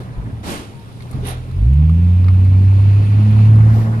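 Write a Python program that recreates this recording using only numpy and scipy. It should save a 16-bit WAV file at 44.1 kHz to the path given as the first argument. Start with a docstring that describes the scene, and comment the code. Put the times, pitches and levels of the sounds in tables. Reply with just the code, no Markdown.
"""Inside a turbocharged car. The engine idles along and the blow-off valve vents two jets of air.
Then the throttle opens: exhaust pulses boom through the cabin, while intake hiss, compressor fizz
and tyre noise grow. Bumps thump the body, loose trim ticks and faint whines come and go.
At the end, cloth rustles as the microphone swings round."""
import sys
import numpy as np
from scipy import signal
from scipy.fft import rfft, irfft
from scipy.io import wavfile
from scipy.ndimage import uniform_filter1d

SR = 44100
rng = np.random.default_rng(int(sys.argv[2]) if len(sys.argv) > 2 else 0)


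def output_pcm(signal):
    """Save a mono or channel-first signal as 16-bit PCM at the path in sys.argv[1].

    Samples are clipped to [-1, 1] before scaling.
    """
    pcm = np.clip(np.atleast_2d(signal).T, -1, 1) * 32767
    wavfile.write(sys.argv[1], SR, np.round(pcm).astype(np.int16))


N = 176400
TIME = np.arange(N) / SR


def amp(db):
    """Decibels to gain."""
    return 10 ** (np.asarray(db) / 20)


def unit(x):
    """Scales to rms 1."""
    return x / np.sqrt(np.mean(x ** 2) + 1e-20)


def curve(rows, at, column=1):
    """Joins a table's breakpoints with straight lines."""
    rows = np.array(rows, float)
    return np.interp(at, rows[:, 0], rows[:, column])


def colour(rows, hz, column=1):
    """Reads a table like an EQ curve, on a log-frequency axis."""
    rows = np.array(rows, float)
    return np.interp(np.log(hz + 1), np.log(rows[:, 0] + 1), rows[:, column])


def add(mix, start, sound):
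    """Mixes a sound in at a start time in seconds."""
    part = mix[..., max(round(start * SR), 0):][..., :sound.shape[-1]]
    part += sound[..., :part.shape[-1]]


def drift(rate_hz):
    """Smooth random modulation of rms 1, rolling off above rate_hz."""
    hz = np.fft.rfftfreq(N, 1 / SR)
    return unit(irfft(rfft(rng.standard_normal(N)) / (1 + (hz / rate_hz) ** 2) ** 2, N))


def air(spectrum, patchy_db, shape=None, size=512):
    """Stereo turbulence: coloured noise with random patches and an optional dB contour shape(t, hz)."""
    # how alike the two microphones sound: f/Hz, coherence/0-1
    likeness = [(50, 0.6), (200, 0.86), (400, 0.68), (800, 0.68), (2000, 0.54), (4000, 0.3), (9000, 0),
                (14000, .35)]
    right_lag_s, diffuse_below_hz = 0.000412, 784
    hop = size // 4
    hz = np.fft.rfftfreq(size, 1 / SR)
    t = np.arange(N // hop + 2)[:, None] * hop / SR
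    left_re, left_im, apart_re, apart_im, patches = rng.standard_normal((5, len(t), len(hz)))
    patches = unit(uniform_filter1d(uniform_filter1d(patches, size=6, axis=0), size=9, axis=1))
    lag = right_lag_s / (1 + (diffuse_below_hz / (hz + 1)) ** 3)
    shared = colour(likeness, hz)
    left = left_re + 1j * left_im
    right = shared * left + np.sqrt(1 - shared ** 2) * (apart_re + 1j * apart_im)
    right *= np.exp(-2j * np.pi * hz * lag)
    frames = np.array([left * amp(colour(spectrum, hz)), right * amp(colour(spectrum, hz, column=2))])
    frames *= amp(patchy_db * patches + (shape(t, hz) if shape else 0)) * np.sqrt(1.5 * SR / size)
    return signal.istft(frames.swapaxes(1, 2), nperseg=size, noverlap=size - hop)[1][:, :N]


def engine():
    """Exhaust pulses boom in the cabin as three harmonics; unequal cylinders add weak tones."""
    # off the throttle: t/s, engine fundamental/Hz, harmonic 1/dB, harmonic 2/dB, harmonic 3/dB
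    coasting = [(0.0, 41.18, -60, -45, -28.5), (0.472, 35.22, -62, -35, -42.5),
                (0.788, 35.89, -87, -80, -39.5), (1.182, 42.35, -32.5, -29, -30.5),
                (1.5, 41, -37, -32, -26.5)]
    # throttle open: t/s, engine fundamental/Hz, harmonic 1/dB, harmonic 2/dB
    pulling = [(1.54, 43.05, -33, -21.5), (1.62, 52.55, -11, -15.5), (1.7, 68.1, -10, -16.5),
               (1.8, 75.37, -10.5, -15.5), (2.0, 87.04, -11, -19), (2.3, 92.9, -9, -34),
               (2.53, 94.47, -8.5, -31.5), (2.97, 101.2, -9, -44), (3.3, 105.7, -10, -19),
               (3.51, 108.2, -6, -28), (3.69, 109.1, -8, -24), (4.0, 111.9, -17.5, -30.5)]
    # brief dips in the boom: t/s, half width/s, depth/dB
    boom_dips = [(3.06, .045, 4), (3.84, 0.048, 3)]
    # tones of unequal cylinders: multiple of the engine cycle, level against harmonic 1/dB
    uneven = [(4, -22), (8, -26.5), (9, -25.5), (10, -34), (14, -38.5), (16, -36.5)]
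    cylinders, flutter_hz, second_lag_s, third_fall_db_per_octave = 6, 18, 0.01958, 14.5
    run = [row[:4] for row in coasting] + list(pulling)
    fundamental_hz = uniform_filter1d(curve(run, TIME), size=2000)
    phase = 2 * np.pi * np.cumsum(fundamental_hz) / SR
    dip_db = sum(db * np.exp(-((TIME - at) / width) ** 2) for at, width, db in boom_dips)
    octaves_up = np.maximum(np.log2(fundamental_hz / coasting[-1][1]), 0)
    first = amp(curve(run, TIME, column=2) - dip_db)
    second = amp(curve(run, TIME, column=3))
    third = amp(curve(coasting, TIME, column=4) - third_fall_db_per_octave * octaves_up)
    second_phase = 2 * phase - 2 * np.pi * fundamental_hz * second_lag_s
    boom = first * np.cos(phase) * (1 + 0.02 * drift(flutter_hz))
    boom += second * np.cos(second_phase) * (1 + 0.14 * drift(flutter_hz))
    boom += third * np.cos(3 * phase) * (1 + 0.21 * drift(flutter_hz))
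    for multiple, db in uneven:
        tone = np.cos(multiple / cylinders * phase + 2 * np.pi * rng.random())
        boom += first * amp(db) * tone * (1 + 0.3 * drift(flutter_hz))
    return np.sqrt(2) * boom * amp([[-0.5], [0.5]])  # a touch to the right


def road_noise():
    """The bed of a rolling car: cabin hiss, body rumble and tyre roar, each on its own fader."""
    # noise colours at 0 dB on the fader: f/Hz, left density/dB, right density/dB
    cabin = [(30, -65.5, -71), (150, -53, -61.5), (307, -76, -75), (430, -69, -67), (590, -82.5, -79),
             (1020, -77, -80.5), (1450, -81.5, -80.5), (2200, -88, -96), (3580, -91.5, -84),
             (4800, -99, -89.5), (7900, -100, -97), (9300, -96.5, -90.5), (11000, -102, -94.5),
             (12500, -103, -103), (14500, -106, -103)]
    rumble = [(15, -59.5, -58), (45, -50, -56), (99, -50, -45), (167, -49.5, -51.5), (241, -53, -51.5),
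              (361, -67, -68), (710, -75, -88), (2000, -120, -120)]
    tyres = [(100, -68, -69), (348, -64, -62.5), (580, -67, -65.5), (920, -69, -67), (1430, -71, -71.5),
             (2020, -78.5, -75.5), (3470, -93.5, -100), (4670, -97, -95), (8000, -106, -104),
             (14500, -112, -110)]
    # their faders: t/s, gain/dB
    cabin_fader = [(0, 4), (.08, -5), (.42, -4.5), (.7, -2), (.87, -1.5), (1.1, -.5), (1.4, -0.5),
                   (1.7, -4.5), (4, 0)]
    rumble_fader = [(0, -15), (.22, -2), (.45, -7), (.75, -14.5), (1.05, -14.5), (1.17, 0.5), (1.45, -13),
                    (1.62, -3), (1.85, -3.5), (2.2, -2.5), (3, 0), (3.24, -2), (3.75, 1.5), (4, -6)]
    tyre_fader = [(0, -6), (.3, -8), (.45, -12.5), (.87, -21), (1.08, -14.5), (1.135, -4.5), (1.25, -11.5),
                  (1.43, -13.5), (1.7, -11.5), (2.5, -7.5), (3, -3), (3.5, 0), (3.75, 1.5), (4, 0.5)]
    return (air(cabin, patchy_db=1.7, size=1024) * amp(curve(cabin_fader, TIME))
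            + air(rumble, patchy_db=2.0, size=2048) * amp(curve(rumble_fader, TIME))
            + air(tyres, patchy_db=2.5) * amp(curve(tyre_fader, TIME)))


def turbo():
    """Intake air hisses as boost builds; the compressor fizzes on top until the throttle eases."""
    # noise colours at 0 dB on the fader: f/Hz, left density/dB, right density/dB
    intake = [(500, -83.5, -82), (1460, -82.5, -85), (2550, -81, -73.5), (3430, -91, -80),
              (4700, -100, -88), (6360, -95.5, -99.5), (8140, -106, -103), (9300, -95.5, -89.5),
              (10000, -104, -94), (11800, -101, -100), (14500, -112, -108)]
    compressor = [(1700, -110, -110), (2150, -84, -80), (2550, -77, -70.5), (3300, -96.5, -89.5),
                  (4300, -89, -78), (5300, -99, -91), (6960, -100, -90.5), (8400, -120, -118),
                  (9100, -96, -90), (9700, -120, -118)]
    # their faders, riding the boost: t/s, gain/dB
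    intake_fader = [(0, -13.5), (1.5, -10.5), (1.8, -5), (2.1, -3.5), (2.5, -3.5), (3, 0), (3.46, 1),
                    (3.55, -4), (3.8, -8), (4, -25)]
    compressor_fader = [(1.5, -41), (2.4, -10.5), (2.9, -2), (3.3, -4), (3.455, 1.5), (3.52, -19), (4, -37)]
    return (air(intake, patchy_db=1.5) * amp(curve(intake_fader, TIME))
            + air(compressor, patchy_db=0.5) * amp(curve(compressor_fader, TIME)))


def whines():
    """Faint, brief tones: two near 1 kHz, one rising from about 400 to 900 Hz, then a thin high one."""
    # whine cues: t/s, length/s, starting f/Hz, glide/(Hz per s), level/dB
    cues = [(0.096, 0.17, 990, 0, -52.5), (0.727, 0.13, 938, -250, -49.5), (1.283, 0.056, 400.5, 9000, -39),
            (3.02, 0.094, 9100, 1.5, -58.5)]
    wobble = 0.007  # share of the pitch
    out = np.zeros(N)
    for start, length, hz, glide, db in cues:
        elapsed = np.clip(TIME - start, 0, length)
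        swell = np.sin(np.pi * elapsed / length)
        pitch = hz * (1 + wobble * drift(rate_hz=90)) + glide * elapsed
        out += amp(db) * swell * np.sin(2 * np.pi * np.cumsum(pitch) / SR)
    return np.sqrt(2) * out


def bumps():
    """Each bump comes through the suspension and rings the body for a few low cycles."""
    # body thumps: t/s, level/dB, f/Hz, decay/s
    thumps = [(0.174, -16.5, 52, 0.052), (0.329, -17, 111, 0.036), (1.14, -18.5, 125.4, 0.039),
              (1.19, -31, 48.4, .03), (1.226, -26.5, 411, .02), (3.715, -20, 55.25, 0.024)]
    out, t = np.zeros(N), TIME[:SR // 2]
    attack = 1 - np.exp(-t / 0.0042)
    for start, db, hz, decay in thumps:
        add(out, start, amp(db) * attack * np.exp(-t / decay) * np.sin(2 * np.pi * hz * t))
    return out


def blow_off_valve():
    """Two jets swell and die with the pressure; their treble spits as the valve flutters."""
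    # vents: t/s, opening/s, swell/s, swell depth/dB, fall/(dB per s), extra treble swing, flutter/dB
    vents = [(0.427, 0.0097, 0.085, 12, 107, 0.51, 3), (1.215, 0.014, 0.075, 22, 204, 2, 5.5)]
    # jet colours at the crest: f/Hz, left density/dB, right density/dB
    long_jet = [(79.4, -56, -57), (271, -51, -50), (550, -61, -59.5), (1100, -62, -61), (1820, -66.5, -67),
                (3060, -70, -65.5), (4160, -79, -67), (5450, -78, -71.5), (7600, -77.5, -74),
                (9500, -75.5, -70), (11600, -78, -78.5), (14500, -91, -83)]
    short_jet = [(80, -84.5, -85), (300, -57.5, -55), (595, -60.5, -64), (1190, -66.5, -64.5),
                 (1800, -67.5, -68), (2598, -73.5, -66), (3754, -75, -65.5), (4970, -87, -77),
                 (5960, -79, -73), (7200, -88, -82), (8400, -81, -79), (9360, -73, -64), (11300, -79, -67),
                 (12300, -79, -75), (14500, -88, -98)]
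    crest_s, treble_hz, flutter_hz = 0.018, 8000, 52.7
    out = np.zeros((2, N))
    for vent, jet in zip(vents, (long_jet, short_jet)):
        start, opening, swell, depth_db, fall_rate, swing, flutter_db = vent

        def flow_db(t, hz):
            """The jet's contour: the treble arrives last and leaves first."""
            rise_cut = depth_db * np.clip(1 - (t - start) / swell, 0, 2) ** 2
            fall_cut = fall_rate * (np.hypot(np.maximum(t - start - swell, 0), crest_s) - crest_s)
            treble = 1 / (1 + (treble_hz / (hz + 1)) ** 4)
            flutter = flutter_db * np.cos(2 * np.pi * flutter_hz * (t - start))
            return treble * flutter - (rise_cut + fall_cut) * (1 + swing * treble)
        gate = np.clip((TIME - start) / opening, 0, 1)
        out += air(jet, patchy_db=1, shape=flow_db) * gate
    return out


def trim_ticks():
    """Loose trim knocks: each hit rattles the panel's three modes, with a bright snap on top."""
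    # hits: t/s, low mode/dB, middle mode/dB, high mode/dB, snap/dB, decay/s, left minus right/dB
    hits = [(.793, -58, -58, -49, -55, .004, -5), (1.004, -46, -42, -43, -57, 0.0045, -4),
            (1.02, -51, -47, -46.5, -52, 0.0075, -2), (1.111, -50, -44, -49, -39.5, 0.0044, 0),
            (1.127, -40, -50, -50.5, -52, 0.0085, 2), (1.156, -53, -50, -50, -60, 0.0048, -5),
            (1.511, -41, -47, -48, -53, .004, 0), (1.732, -52, -53, -51, -49, .005, -1.5),
            (1.894, -33.5, -47.5, -52, -51.5, 0.005, 4), (2.242, -34.5, -43, -43, -55.5, .0035, -5.5),
            (2.282, -29.5, -32.5, -41, -52, 0.0051, 0.5), (2.447, -55, -50.5, -54, -52.5, .006, -3),
            (3.309, -50, -42, -50, -43.5, 0.0027, -4), (3.388, -36.5, -40.5, -52, -57, 0.006, -1.5),
            (3.557, -37.5, -48, -50, -46.5, 0.0033, -1), (3.606, -35, -37, -55, -62, .006, -3)]
    # modes of the trim panel: f/Hz, width/Hz
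    panel = [(1170, 280), (2130, 450), (4150, 1200)]
    snap_low_hz, snap_high_hz, attack_s = 6300, 13000, 0.0025
    out, t = np.zeros((2, N)), TIME[:SR // 10]
    hz = np.fft.rfftfreq(len(t), 1 / SR)
    modes = [1 / (1 + 2j * (hz - centre) / width) ** 2 for centre, width in panel]
    snap = 1 / (1 + (snap_low_hz / (hz + 1)) ** 6) / (1 + (hz / snap_high_hz) ** 8)
    for start, *levels_db, decay, pan_db in hits:
        noise = rfft(rng.standard_normal((2, len(t))))
        envelope = 2 * (1 - np.exp(-t / attack_s)) * np.exp(-t / decay)
        layers = [unit(irfft(noise * band) * envelope) for band in modes + [snap]]
        tick = sum(amp(db) * layer for db, layer in zip(levels_db, layers))
        pan = amp([[pan_db / 2], [-pan_db / 2]])
        add(out, start, tick * np.sqrt(np.mean(envelope ** 2)) * pan)
    return out


def rustle():
    """A soft, even brush of cloth as the microphone swings round."""
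    # cloth colour at the peak: f/Hz, left density/dB, right density/dB
    cloth = [(300, -85, -85.5), (1500, -80, -79), (5470, -88, -83), (8000, -90.5, -94.5),
             (9300, -93.5, -91.5), (12500, -89, -88.5), (14500, -96.5, -94)]
    peak_s, half_width_s = 3.785, 0.082
    return air(cloth, patchy_db=1.5, size=256) / (1 + ((TIME - peak_s) / half_width_s) ** 2)


def scene():
    """The full mix, heard from the passenger seat."""
    car = blow_off_valve() + engine() + road_noise() + turbo()
    return car + rustle() + bumps() + trim_ticks() + whines()


def record(dry):
    """The recorder's band limit, with a 3 ms fade at either end."""
    fade = np.clip(np.minimum(TIME, TIME[-1] - TIME) / 0.003, 0, 1)
    lowpass = signal.firwin(511, cutoff=14650, window=("kaiser", 9), fs=SR)
    return signal.oaconvolve(dry * fade, lowpass[None], "same")


dry = scene()
out = record(dry)
output_pcm(out)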